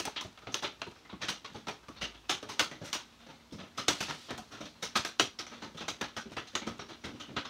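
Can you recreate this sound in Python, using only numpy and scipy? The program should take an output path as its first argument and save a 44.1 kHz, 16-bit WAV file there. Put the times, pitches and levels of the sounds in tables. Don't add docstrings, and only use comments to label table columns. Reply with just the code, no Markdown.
import sys
import numpy as np
from scipy import signal
from scipy.fft import irfft
from scipy.io import wavfile

SR = 44100
rng = np.random.default_rng(int(sys.argv[2]) if len(sys.argv) > 2 else 0)


def pcm_store(signal):
    levels = np.round(np.clip(np.atleast_2d(signal), -1, 1) * 32767)
    wavfile.write(sys.argv[1], SR, levels.astype(np.int16).T)


N = 330309

# start_s, level_db, thud_db, splash_db, rise_s, crack_over_ring_db, thud_hz, spot_hz
HEAVY_DROPS = [(0, -39.5, 2, 11.5, 0.00045, 6, 343, 2680), (0.0524, -41, -10.5, 8, 0.0018, 11, 269, 785),
               (0.074, -52.5, 0, -20, 0.00076, 14.5, 413, 860),
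               (0.1602, -32.5, -14, -20, 0.0042, -14, 300, 3100),
               (0.2102, -44, -7, 4.5, 0.00043, 3, 250, 1020), (0.249, -66.5, 18, -4, 0.00098, 16, 111, 640),
               (.375, -60.5, -13, -17, 0.0018, 13.5, 243, 630),
               (0.47, -50.5, 9, -18, 0.0013, 8, 117.5, 755), (0.519, -49, 7, 6, 0.0032, -4, 270, 6260),
               (.543, -36.5, -10.5, 2, 0.00043, 8, 355, 567), (0.6235, -36, -2, -0.5, 0.0056, 2, 373, 870),
               (0.6411, -36.5, -8.5, -42, 0.0018, 2, 420, 580),
               (0.8169, -44.5, -5, -11, 0.00056, 12.5, 430, 2700),
               (0.8658, -56, 11.5, -1, .005, 11, 357, 960), (1.095, -50, -8, -33, 0.0033, 2, 97, 1030),
               (1.1283, -61, 19, -20, 0.0014, 9.5, 179, 1110),
               (1.2141, -31, -5.5, -7, 0.013, -16, 200, 1840),
               (1.2833, -30.5, -7, 3.5, 0.0024, -12, 197, 3000),
               (1.445, -44, -5.5, -8, 0.0016, -0.5, 435, 1110), (1.544, -46.5, 9, -2, .012, 6.5, 222, 840),
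               (1.6697, -44, 2, -5, 0.0021, 3.5, 250, 804), (1.683, -41.5, 2, -1, 0.0017, 7.5, 429, 910),
               (1.8835, -58, 14, 5, 0.0021, 10.5, 303, 1140),
               (1.959, -47.5, -4, -21, 0.012, -11, 210, 4300),
               (2.011, -29.5, -4.5, -4, 0.012, -17, 233, 2900), (2.139, -53, 3, -16, 0.0068, -3, 240, 3280),
               (2.2937, -26, -8.5, 1, 0.0061, 3.5, 373, 734), (2.4277, -50, 6.5, -1, 0.0009, 5, 424, 600),
               (2.488, -37, -3, 3, 0.012, 2, 405, 910), (2.5945, -25.5, -8, 2.5, 0.00073, 5.5, 318, 1430),
               (2.713, -47, 6, -4, .0013, 3.5, 313, 1930), (2.814, -52, 16.5, -5, 0.0021, -7, 161, 575),
               (2.8404, -37, -4, 8, 0.03, -5, 213, 1960), (2.9289, -31, -21, 1, 0.00079, 0, 405, 1070),
               (2.9483, -46, 0, 8, 0.0022, 11, 303, 950), (3.193, -52, -6, -23, 0.025, 4, 230, 700),
               (3.286, -55.5, 5.5, -12, 0.006, 4, 153, 890), (3.522, -50.5, 20.5, 6, 0.0046, -7, 251, 5350),
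               (3.583, -42, 7, -9, 0.024, 1, 192, 694), (3.7757, -33.5, -3, 2.5, 0.011, 7, 268, 1210),
               (3.882, -25.5, -4, 3, 0.0002, 3.5, 293, 7850), (4.004, -31, -3, 3, 0.0022, -11, 194, 2600),
               (4.082, -36.5, 1.5, -9, 0.0069, -6, 154, 1830),
               (4.283, -41, -1.5, -14, 0.016, -10, 337, 640), (4.306, -45.5, 9.5, -2, .001, 7, 231, 1740),
               (4.378, -49.5, 6.5, 8, 0.0011, 7.5, 221, 734), (4.5125, -34, 4.5, 1, 0.093, -10, 303, 1030),
               (4.605, -45, 10.5, -1, 0.0021, -12, 302.5, 623),
               (4.655, -49, -20, -2, 0.0021, 5.5, 205, 593),
               (4.825, -32.5, -6.5, 3.5, 0.0058, 6, 182, 5650),
               (4.955, -26, -8.5, 0.5, 0.0045, 5, 216, 1160), (5.0484, -37, -8, 5, .0016, 6, 334, 1570),
               (5.1965, -24.5, -7, 0, 0.0013, 8.5, 395, 3150),
               (5.388, -37.5, -4.5, -1.5, 0.0016, -6, 353, 5360),
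               (5.4668, -49.5, -6, -1, 0.0016, 8.5, 306, 6000), (5.515, -40, -2, -9, 0.045, 8, 234, 560),
               (5.619, -42, 4.5, -5, 0.0078, -7, 204, 900), (5.746, -57.5, 16.5, 1, 0.0014, -13, 159, 540),
               (5.77, -41, -9, -2, 0.0069, -5, 233, 3530), (5.806, -40.5, 4.5, -8, 0.0024, -13, 164, 2600),
               (5.881, -35, -3.5, 1, 0.0019, 3.5, 310, 6400),
               (6.0115, -40.5, 5, -0.5, 0.0019, 10.5, 289, 1720),
               (6.041, -45, -13, -13, 0.0013, 7, 226, 845), (6.1659, -39.5, -3, -0.5, 0.0046, 9, 222, 1560),
               (6.2564, -62, 22.5, -8, 0.0018, -9, 215, 400), (6.318, -54, 13, 4, 0.00068, -0.5, 213, 680),
               (6.3668, -38.5, -0.5, -6.5, 0.0069, 9, 349, 1960),
               (6.471, -49, -28, -4, 0.0027, -12, 98, 734), (6.552, -34.5, -7, -2.5, 0.0013, 9, 367, 6700),
               (6.6169, -46.5, 9, -18, 0.00077, -5, 213, 2200),
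               (6.6654, -41.5, 14, -1, 0.0039, -5, 231, 1250),
               (6.7916, -43.5, 3.5, -8.5, 0.0036, -1, 405, 5500), (6.885, -42, 0, -8, 0.017, -10, 337, 620),
               (7.037, -39.5, 10.5, -1, 0.0082, -15, 284.6, 2140),
               (7.13, -56, 18.5, -3, .015, -8, 250, 290), (7.198, -41, -4, -4, 0.0056, 2, 296, 3070),
               (7.278, -51, 18.5, -25, 0.02, -9, 302.4, 570),
               (7.3645, -34.5, -1.5, -14, 0.0057, 9.5, 287, 1590),
               (7.448, -42, -6, -12, .0054, -10, 249, 1120)]
# freq_hz, density_db_per_hz
SHEET_COLOUR = [(25, -31), (55, -4.5), (110, 3.5), (220, 1.5), (400, 3.5), (520, 0.5), (1100, -3),
                (2000, -2.5), (3700, 1), (4700, -5), (6500, -7.5), (7800, -16.5), (10500, -25),
                (15500, -30)]
# freq_hz, width_hz, lift_db
SHEET_RESONANCES = [(220, 39, 4), (296, 43, 3.5), (374, 33, -0.5), (547, 70, 1), (980, 180, 2),
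                    (1277, 126, 7), (1456, 220, 2.5), (2560, 60, -1), (3280, 24, 2), (4090, 71, 2.5),
                    (5900, 950, 4.5), (7120, 120, -6), (8900, 940, 3)]
# freq_hz, density_db_per_hz
WASH_COLOUR = [(25, -20), (55, 2.5), (130, -6), (250, -2.5), (400, -10), (1000, -9), (2000, -16),
               (4000, -14.5), (6500, -20), (9000, -28), (15500, -34)]
# time_s, level_db
SLEEVE_LEVEL = [(3.95, -49), (4.1, -51), (4.2, -53.5), (4.278, -57), (4.4, -69), (4.5, -65)]
# centre_hz, ring_time_ratio (to the drop's t60), crack_t60_s, shortest_rise_s, main_mode_share (0-1)
SHEET_RANGES = [(226, 1.12, 0.12, 0.0011, 0.27), (1080, 1.0, 0.1, 0.00098, 0),
                (3860, 1.0, 0.03, 0.00022, 0), (10600, .8, 0.037, 0.00023, 0)]

TAP_SAMPLES = 16384
LEAD_S = 0.008
USUAL_DB = -33
RING_T60_S, RING_DOUBLINGS_PER_DB = 0.24, 0.0128
SPOT_LIFT_DB, SPOT_LOSS_PER_DB = 7.5, 0.21
KNOCK_DB, KNOCK_PER_THUD_DB, KNOCK_LOSS_PER_DB, KNOCK_MAX_DB = 1.8, 0.38, 0.0849, 3.5
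SNAP_GAIN, SNAP_DOUBLINGS_PER_DB = 1.65, 0.1009


def undb(db):
    return 10 ** (np.asarray(db) / 20)


def bins(size):
    return np.maximum(np.arange(size // 2 + 1) * SR / size, 1)


def along(hz, points_hz, values):
    return np.interp(np.log(hz), np.log(points_hz), values)


def noise(gain, size):
    x = irfft(gain * np.exp(2j * np.pi * rng.random(len(gain))), size)
    return x / x.std()


def decay(t, t60_s):
    return np.exp(-np.log(1000) * t / t60_s)


def peak(offset, width):
    return 1 / (1 + (2 * offset / width) ** 2)


def wiggle(step, size):
    values = rng.standard_normal(size // 4)
    return np.interp(np.arange(size) / step, np.arange(len(values)), values)


def walk(rate_hz):
    return wiggle(SR / rate_hz, N)


def add(track, start_s, sound):
    start = int(start_s * SR)
    piece = sound[max(-start, 0):max(N - start, 0)]
    first = max(start, 0)
    track[first:first + len(piece)] += piece


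def wash(level_db=-62, sway_db=0.5):
    hiss = noise(undb(along(bins(N), *np.transpose(WASH_COLOUR))), N)
    return hiss * undb(level_db + sway_db * walk(4.8))


def hum(pitch_hz=232, level_db=-64, start_s=2.3, fade_s=0.5, waver_db=3, drift_hz=3):
    fade = np.clip((np.arange(N) / SR - start_s) / fade_s, 0, 1)
    phase = 2 * np.pi * np.cumsum(pitch_hz + drift_hz * walk(9)) / SR
    return fade * undb(level_db + waver_db * walk(25)) * np.sin(phase)


def wall_boom(start_s=1.98, mode_hz=55, level_db=-49, rise_s=0.012, t60_s=1.0):
    t = np.maximum(np.arange(N) / SR - start_s, 0)
    envelope = (1 - np.exp(-t / rise_s)) * decay(t, t60_s)
    return undb(level_db) * envelope * np.sin(2 * np.pi * mode_hz * t)


def sleeve(centre_hz=4000, width_hz=4500, grain_db=2):
    points = np.transpose(SLEEVE_LEVEL)
    level_db = np.interp(np.arange(N) / SR, *points, left=-np.inf, right=-np.inf)
    hiss = noise(peak(bins(N) - centre_hz, width_hz), N)
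    return hiss * undb(level_db + grain_db * walk(88))


def click(low_hz, high_hz, t60_s, size=4096):
    hz = bins(size)
    band = 1 / np.sqrt((1 + (low_hz / hz) ** 6) * (1 + (hz / high_hz) ** 8))
    return noise(band, size) * decay(np.arange(size) / SR, t60_s)


def leaf_flick(start_s=4.1092, level_db=-27.5, low_hz=700, high_hz=3400, t60_s=0.02):
    out = np.zeros(N)
    add(out, start_s, undb(level_db) * click(low_hz, high_hz, t60_s))
    return out


def specks(count=45, lowest_db=-58, span_db=4, middle_hz=2600, t60_s=0.02):
    out = np.zeros(N)
    for when, size, pitch in rng.random((count, 3)):
        centre_hz = middle_hz * 2 ** (2 * pitch - 1)
        tick = click(centre_hz / 2, centre_hz * np.sqrt(2), t60_s)
        add(out, when * N / SR, undb(lowest_db + span_db * size) * tick)
    return out


def sheet_db(hz):
    resonances = sum(lift_db * peak(hz - f, width) for f, width, lift_db in SHEET_RESONANCES)
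    return along(hz, *np.transpose(SHEET_COLOUR)) + resonances


def spot_db(hz, spot_hz, lift_db, width_ratio=0.12, uneven_db=3.5, spacing_hz=90):
    uneven = wiggle(spacing_hz * TAP_SAMPLES / SR, len(hz)) * hz / (hz + spacing_hz * 10)
    return lift_db * peak(hz / spot_hz - 1, width_ratio) + uneven_db * uneven


def tap(colour_db, thud_db, knock_db, splash_db, rise_s, crack_db, t60_s, thud_hz, spot_hz, lift_db,
        snap_gain=2, snap_s=0.00065, early_db=-27, echo_db=2.0, echo_s=0.003896):
    hz, clock = bins(TAP_SAMPLES), np.arange(TAP_SAMPLES) / SR
    t = np.maximum(clock - LEAD_S, 0)
    centres_hz = np.transpose(SHEET_RANGES)[0]
    balance_db = along(hz, centres_hz, [thud_db, knock_db, 0, splash_db])
    power = undb(colour_db + spot_db(hz, spot_hz, lift_db) + balance_db) ** 2
    power = power / power[(hz > 2000) & (hz < 7000)].sum()
    mode = np.sqrt(2) * np.sin(2 * np.pi * thud_hz * t)
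    early = undb(early_db) * np.minimum(clock / LEAD_S, 1)
    contact = 1 + snap_gain * np.exp(-t / snap_s)
    out = 0
    for weight, sheet_range in zip(np.eye(len(SHEET_RANGES)), SHEET_RANGES):
        _, ring_ratio, crack_t60_s, shortest_rise_s, tonal = sheet_range
        part = power * along(hz, centres_hz, weight)
        attack = 1 - np.exp(-t / np.hypot(rise_s, shortest_rise_s))
        ring, crack = decay(t, t60_s * ring_ratio), decay(t, crack_t60_s)
        texture = contact * undb(echo_db * wiggle(echo_s * SR, TAP_SAMPLES))
        envelope = (early + attack * texture) * np.hypot(ring, undb(crack_db) * crack)
        rattle = noise(np.sqrt(part), TAP_SAMPLES)
        wave = envelope * (np.sqrt(1 - tonal) * rattle + np.sqrt(tonal) * mode)
        out = out + wave * np.sqrt(part.sum() * np.sum(envelope ** 2) / np.sum(wave ** 2))
    return out


def patter(colour_db, count=80, mean_db=-66, spread_db=2.5, thud_db=2, splash_db=-8, rise_s=0.0023,
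           crack_db=9, t60_s=0.7, thud_hz=270, spot_hz=2400, lift_db=10):
    out = np.zeros(N)
    times_s = (np.arange(count) + rng.random(count)) * N / SR / count
    traits = np.clip(rng.standard_normal((count, 6)), -2, 2)
    for start_s, (size, low, mid, far, span, spot) in zip(times_s, traits):
        balance_db = thud_db + 4 * low, 3 * mid, splash_db - 2 * far
        pitch_hz, place_hz = thud_hz * 2 ** (0.74 * span), spot_hz * 2 ** (0.68 * spot)
        drop = tap(colour_db, *balance_db, rise_s * np.exp(far), crack_db, t60_s,
                   pitch_hz, place_hz, lift_db)
        add(out, start_s, undb(mean_db + spread_db * size) * drop)
    return out


def blow(level_db, thud_db, splash_db, rise_s, crack_db, thud_hz, spot_hz):
    force_db = level_db - USUAL_DB
    knock_db = KNOCK_DB + KNOCK_PER_THUD_DB * thud_db - KNOCK_LOSS_PER_DB * force_db
    knock_db = min(knock_db, KNOCK_MAX_DB)
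    t60_s = RING_T60_S * 2 ** (-RING_DOUBLINGS_PER_DB * force_db)
    lift_db = SPOT_LIFT_DB - SPOT_LOSS_PER_DB * force_db
    snap_gain = SNAP_GAIN * 2 ** (SNAP_DOUBLINGS_PER_DB * crack_db)
    return thud_db, knock_db, splash_db, rise_s, crack_db, t60_s, thud_hz, spot_hz, lift_db, snap_gain


def heavy_drops(colour_db, trim_db=-0.38):
    out = np.zeros(N)
    for start_s, level_db, *place in HEAVY_DROPS:
        drop = tap(colour_db, *blow(level_db, *place))
        add(out, start_s - LEAD_S, undb(level_db + trim_db) * drop)
    return out


def scene():
    colour_db = sheet_db(bins(TAP_SAMPLES))
    rain = wash() + specks() + patter(colour_db) + heavy_drops(colour_db)
    return (rain + hum() + wall_boom() + sleeve() + leaf_flick())[None]


def record(dry, low_hz=43, top_hz=15700):
    high_pass = signal.butter(4, low_hz, "high", fs=SR, output="sos")
    low_pass = signal.ellip(10, 0.1, 80, top_hz, fs=SR, output="sos")
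    return signal.sosfilt(low_pass, signal.sosfilt(high_pass, dry))


dry = scene()
out = record(dry)
pcm_store(out)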